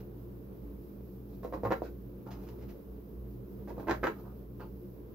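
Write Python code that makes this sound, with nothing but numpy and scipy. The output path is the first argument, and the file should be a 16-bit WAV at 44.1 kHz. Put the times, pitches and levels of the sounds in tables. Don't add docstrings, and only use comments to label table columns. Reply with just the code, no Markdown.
import sys
import numpy as np
from scipy import signal
from scipy.fft import rfft, irfft, next_fast_len
from scipy.io import wavfile
from scipy.ndimage import uniform_filter1d, map_coordinates

SR = 44100
rng = np.random.default_rng(int(sys.argv[2]) if len(sys.argv) > 2 else 0)


def put_to_file(sound):
    columns = np.atleast_2d(sound).T
    safe = np.clip(columns, -1, 1)
    whole_steps = np.round(safe * 32767)
    wavfile.write(sys.argv[1], SR, whole_steps.astype(np.int16))


def boost_factor(decibels):
    exponent = np.asarray(decibels, float) / 20
    return 10 ** exponent


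N = 226718


def unit(x):
    return x / np.sqrt(np.mean(x ** 2) + 1e-20)


def along(points, hz):
    f, v = np.transpose(points)
    return np.interp(np.log(hz + 1), np.log(f + 1), v)


def wobble(rate):
    knots = rng.standard_normal(int(N * rate / SR) + 4)
    return map_coordinates(knots, [np.arange(N) * rate / SR])


def filtered(x, response):
    m = next_fast_len(N + SR // 2)
    spectrum = rfft(x, m) * response(np.fft.rfftfreq(m, 1 / SR))
    return irfft(spectrum, m)[..., :N]


def modes(table, top_hz=30000):
    def response(f):
        contact = (1 - (f / top_hz) ** 2 + 1.5j * f / top_hz) ** -2
        ringing = sum(boost_factor(db) * 1j * f * w / (c * c - f * f + 1j * f * w) for c, w, db in table)
        return contact * ringing
    return response


def pair(response, alike):
    def mid_side(hz):
        turn = np.arccos(np.clip(along(alike, hz), -1, 1)) / 2
        return response(hz) * [np.cos(turn), np.sin(turn)]
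    mid, side = filtered(rng.standard_normal((2, N)), mid_side)
    return unit(np.array([mid + side, mid - side]))


def grains(rate, spread_db):
    present = rng.random(N) < rate / SR
    size = boost_factor(spread_db * rng.standard_normal(N))
    return unit(present * size * rng.standard_normal(N))


def strokes(table, levels_db, depths, hold):
    start_db, end_db = -6, -35.5
    t, out = np.arange(N) / SR, 0
    for (s, rise, fall, *_), peaks_db in zip(table, np.transpose(levels_db)):
        falling = np.clip((t - s - rise) / fall, 0, 10) ** hold
        shape_db = np.interp(t, [s, s + rise], [start_db, 0], -300) + end_db * falling
        out = out + boost_factor(peaks_db[:, None] + np.outer(depths, shape_db))
    return uniform_filter1d(out, size=100)


# time_s, level_db
DRAUGHT = [(0.0, -48.5), (0.33, -50), (1.22, -50), (1.69, -48), (1.89, -50.5), (2.52, -49), (3.14, -50.5),
           (3.99, -48), (4.39, -50), (5.14, -50)]
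# time_s, level_db
LOWEST_MODE = [(0.0, -71), (0.11, -52.5), (2.13, -47.5), (2.26, -60), (2.32, -49), (2.69, -46.5),
               (2.8, -68), (2.91, -47), (3.09, -56.5), (3.19, -43), (3.51, -51.5), (3.79, -45.5),
               (3.85, -63), (3.89, -48), (4.04, -42), (4.12, -55), (4.58, -48.5), (5.14, -53.5)]
# pitch_hz, width_hz, level_db
ROOM_MODES = [(122.9, 10.5, 0), (194.5, 17.7, -7), (288.2, 10.7, -9), (351.7, 17.7, -10), (432.7, 62, -13)]
# pitch_hz, density_db (per Hz)
AIR = [(25, -21), (48, -4), (90, -8.5), (170, -8), (470, -10), (763, -26), (1050, -26.5), (1900, -39.5),
       (4000, -48.5), (5200, -76), (8800, -120)]
# pitch_hz, likeness (-1 to 1)
ALIKE = [(60, 0.79), (130, 0.96), (290, 0.85), (640, 0.32), (1410, -0.23), (3100, -0.042), (6820, 0.64),
         (15000, 0.63)]


def fan():
    t = np.arange(N) / SR
    draught_db = np.interp(t, *np.transpose(DRAUGHT))
    draught_db = draught_db - draught_db.mean()
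    second, higher, air = (boost_factor(db + draught_db + 0.84 * wobble(2.29)) for db in (-58.5, -49.5, -51.5))

    def sharp(table):
        return lambda hz: sum(abs(modes([mode])(hz)) ** 2 for mode in table)

    flutter_db = 1.5 * (wobble(5.8) + wobble(16))
    level = boost_factor(3 + np.interp(t, *np.transpose(LOWEST_MODE)) + flutter_db)
    lowest = level * np.sin(2 * np.pi * 57.75 * t + 0.85 * wobble(3.05) + 0.58 * wobble(14))
    swell = boost_factor(wobble(16) / 2 + wobble(25) / 2)
    broad = swell * air * pair(lambda hz: boost_factor(along(AIR, hz)), ALIKE)
    mains = boost_factor(-52 + 1.87 * wobble(4)) * np.sin(2 * np.pi * 120.1 * t + 0.25 * wobble(4.03))
    resonant = second * pair(sharp(ROOM_MODES[:1]), ALIKE) + higher * pair(sharp(ROOM_MODES[1:]), ALIKE)
    return broad + lowest + mains + resonant


# start_s, rise_s, fall_s, scuff_db, dryness_db
BRUSHES = [
    (0, 0.0022, 0.028, -56, -3),
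    (2.262, 0.019, 0.037, -46.5, -17),
    (2.305, 0.0065, 0.094, -51, -4.5),
    (2.35, 0.099, .06, -62.5, -6),
    (2.52, 0.047, 0.34, -73, -7),
    (2.465, 0.024, 0.083, -57.5, -6),
    (2.585, 0.047, .07, -63.5, -4),
    (2.68, 0.012, 0.078, -62.5, 1),
    (4.15, 0.042, 0.052, -56.5, -16),
    (4.239, 0.029, 0.077, -54.5, -22),
]
# pitch_hz, width_hz, level_db
LOAF = [(750, 41, -4), (873, 270, 0), (1180, 110, -3.5), (1870, 710, -5.5), (2830, 370, -16),
        (2500, 1400, -3.5), (4250, 630, 5), (4930, 290, 4.5), (5600, 1200, -1.5)]
BRUSH_DEPTH, BRUSH_HOLD = 0.58, 1.34


def brushing():
    scuff_db, dry_db = np.transpose(BRUSHES)[3:]
    rasp_db = scuff_db + dry_db
    gains = strokes(BRUSHES, [scuff_db, rasp_db, rasp_db - 7], [BRUSH_DEPTH, 1.5, 1.5], BRUSH_HOLD)
    scuff, rasp, whisper = gains * grains(rate=5800, spread_db=4.0)
    low = filtered(boost_factor(12.5) * scuff, modes(LOAF[:3], top_hz=1570))
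    middle = filtered(boost_factor(10) * rasp, modes(LOAF[3:6], top_hz=3950))
    return low + middle + filtered(boost_factor(5.5) * whisper, modes(LOAF[6:], top_hz=10800))


# pitch_hz, width_hz, level_db
BOARD = [(790, 135, 1.5), (936, 29, -1), (1060, 31, 3), (880, 460, -3), (1326, 134, 2.5), (1455, 260, -5),
         (1553, 154, -4), (1736, 300, -11.5), (2550, 370, -11.5)]
# pitch_hz, width_hz, level_db
COUNTER = [(344.5, 20.4, 0), (461, 36, -2), (522, 138, -2), (600, 123, -8.5), (435, 380, -8.5)]
# pitch_hz, width_hz, level_db
BLADE = [(2530, 210, 5.5), (3400, 120, -3), (3950, 250, 4), (4780, 1100, -2.5), (6300, 4600, -8.5)]


def bodies(dull, bright, counter, blade):
    low = filtered(dull, modes(BOARD[:4], top_hz=1460))
    high = filtered(bright, modes(BOARD[4:], top_hz=2090))
    below = filtered(counter, modes(COUNTER, top_hz=986))
    return low + high + below + filtered(blade, modes(BLADE, top_hz=11900))


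# time_s, peak_db, heft_db (on the counter), hardness_db
KNOCKS = [(0.593, -54, -4, -1), (0.713, -66, -4, -5), (0.85, -56, 4, 3), (1.433, -38, 3, -3),
          (1.448, -30, 5.5, -9), (1.525, -24, -0.5, -15), (1.538, -19.5, -18, -14), (1.6338, -31.5, 11, -6),
          (1.6525, -33, 10, 4), (1.671, -23.5, 0, 0), (1.7058, -15.5, -5.5, -9), (1.712, -21, -3, -10),
          (1.7215, -6.5, -9.5, -3), (1.729, -31, -21, -9), (1.819, -39.5, 20, 5), (2.266, -45, 9, -7),
          (3.685, -49, 11.5, 11), (3.78, -41.5, 12, 6), (3.799, -29.5, -11, -1), (3.871, -27.5, 0.5, -6),
          (3.883, -28.5, 1, 13), (3.8945, -9.5, -13, -6), (3.8977, -19, -8, 9.5), (3.9107, -9, -9.5, 7),
          (3.93, -17, -18, -16), (4.0301, -27.5, 5, 6), (4.041, -10.5, -7, 2), (4.0487, -21.5, -1, -4),
          (4.0705, -10, -18, 0), (4.604, -31.5, -3.5, 3)]
# time_s, level_db
SHUDDERS = [
    (1.636, -23),
    (1.652, -25),
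    (1.721, -49),
    (3.781, -34),
]


def knocks():
    s, db, heft_db, hard_db = np.transpose(KNOCKS)
    tick_db = db + hard_db - 0.29 * heft_db - 15.5
    blows = np.zeros((4, N))
    at = np.round((s + .0006) * SR).astype(int)
    blows[:, at] = -boost_factor([db + 18.5, db + hard_db + 10.5, db + heft_db + 30, tick_db])
    s, db = np.transpose(SHUDDERS)
    shudder = np.zeros(N)
    shudder[np.round(s * SR).astype(int)] = boost_factor(db + 46)
    return bodies(*blows) + filtered(shudder, modes([(107, 5.2, 0.0073)], top_hz=254))


# start_s, rise_s, fall_s, pressure_db, bite_db (of the teeth)
STROKES = [(1.292, 0.055, .04, -75.5, -84), (1.429, 0.017, 0.094, -46.5, -54.5),
           (1.524, 0.019, 0.079, -36, -52), (1.632, 0.021, 0.061, -29.5, -44.5),
           (1.705, 0.014, 0.034, -25.5, -27), (1.74, 0.025, 0.13, -57, -83), (1.82, 0.03, 0.1, -59, -54),
           (3.674, 0.022, 0.066, -44.5, -56.5), (3.764, 0.037, 0.13, -48.5, -74),
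           (3.87, 0.03, 0.039, -26.5, -33.5), (3.898, 0.014, 0.11, -43, -39),
           (4.031, 0.01, 0.025, -51, -29), (4.048, 0.022, 0.053, -32.5, -30.5)]


def sawing():
    press_db, bite_db = np.transpose(STROKES)[3:]
    crumb_db = -44.5 + 0.33 * bite_db
    weight_db = -12 + 0.58 * press_db
    levels_db = [press_db, bite_db, crumb_db, weight_db]
    dull, bright, crumbs, weight = strokes(STROKES, levels_db, [1, 1.07, 1.35, 0.7], hold=1.31)
    slips = grains(rate=1100, spread_db=2.5)
    tearing = boost_factor(0.42 * wobble(99)) * grains(rate=9200, spread_db=-2.0)
    return bodies(boost_factor(9.0) * dull * slips, boost_factor(11) * bright * slips,
                  boost_factor(10.5) * weight * slips, boost_factor(1.5) * crumbs * tearing)


# start_s, rise_s, fall_s, level_db
LIFT = [
    (4.595, .014, 0.063, -52),
]
# pitch_hz, width_hz, level_db
FLAT = [(610, 300, 3.5), (870, 220, 4.5), (1205, 143, 1.5), (2140, 290, -7), (2630, 390, -5),
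        (4600, 830, -7)]


def lifting():
    gains = strokes(LIFT, [np.transpose(LIFT)[3]], [BRUSH_DEPTH], BRUSH_HOLD)
    slide, = gains * grains(rate=2800, spread_db=4.5)
    return filtered(boost_factor(12) * slide, lambda hz: sum(modes([mode], top_hz=7000)(hz) ** 2 for mode in FLAT))


# delay_s, level_db
NEAR = [
    [(.0012, -19), (.0034, -26), (.0057, -4), (.0091, -23)],
    [(.002, -15.5), (.0029, -29), (.0048, -16.5), (.0078, -37)],
]


def nearby(x):
    def echoes(f, side):
        arrivals = sum(boost_factor(db) * np.exp(-2j * np.pi * f * s) for s, db in side)
        return arrivals / (1 + (500 / (f + 1)) ** 2)

    def direct(f):
        return boost_factor([[-1.3], [1.3]]) * np.exp(-2j * np.pi * f * np.array([[.00004], [0]]))

    return filtered(x, lambda f: direct(f) + [echoes(f, side) for side in NEAR])


# pitch_hz, t60_s
KITCHEN = [(150, 0.12), (600, 0.14), (2000, 0.18), (8000, 0.17)]


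def kitchen(x):
    out, step = np.zeros((2, N + SR)), SR // 10
    for at in range(0, N, step):
        hz, t, z = signal.stft(rng.standard_normal((2, SR // 3)), SR, nperseg=256)
        apart = np.clip(hz / 700, 0, 1)[:, None]
        z = z[0] * np.sqrt(1 - apart ** 2 / 2) + np.array([z[1], -z[1]]) * apart / np.sqrt(2)
        decay = boost_factor(-60 * t / along(KITCHEN, hz)[:, None])
        tail = signal.istft(z * decay, SR, nperseg=256)[1]
        wet = signal.fftconvolve(x[None, at:at + step], tail / np.linalg.norm(tail[0]), axes=1)
        out[:, at + 130:][:, :wet.shape[1]] += wet
    return out[:, :N]


def scene():
    knife = sawing() + knocks() + brushing() + lifting()
    return nearby(knife) + boost_factor(-1.0) * kitchen(knife) + fan()


def roll_off(x):
    return signal.sosfilt(signal.butter(12, 17090, fs=SR, output="sos"), x)


# pitch_hz, level_db
PORTS = [(6900, 0), (7600, -6.5), (8600, -17), (10500, -5), (13500, -11)]
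# pitch_hz, left_minus_right_db
LEAN = [(60, -1), (200, -1.2), (600, 0), (2000, -2.2), (5000, -3.5)]
# pitch_hz, density_db (per Hz)
HISS = [(1470, -35), (2500, -11), (3430, -14), (5010, -9.5), (7320, -17.5), (9270, -19), (12100, -3),
        (15100, -1), (16100, -3.5), (16500, -45)]
# pitch_hz, left_minus_right_db
HISS_LEAN = [(6000, -3), (9800, 1), (12000, -1), (15000, -6.5)]


def record(dry):
    sides = np.array([[.5], [-.5]])
    leaning = filtered(dry, lambda hz: boost_factor(along(PORTS, hz) + along(LEAN, hz) * sides))
    treble = uniform_filter1d(np.diff(dry[0], n=2, prepend=[0, 0]) ** 2, size=250)
    loudness = np.sqrt(abs(treble)) ** 0.54
    likeness = [(3000, .05), (6000, 0.05), (8000, 0.41), (10500, 1.0), (14500, 0.9)]
    hiss = pair(lambda hz: boost_factor(along(HISS, hz)), likeness)
    hiss = filtered(hiss, lambda hz: boost_factor(along(HISS_LEAN, hz) * sides))
    steady = boost_factor(-72.5 + 0.96 * wobble(18))
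    following = boost_factor(-36 + 1.2 * wobble(36)) * loudness
    mix = filtered(leaning + hiss * (steady + following), lambda hz: hz < 15770)
    return roll_off(mix)


dry = scene()
out = record(dry)
put_to_file(out)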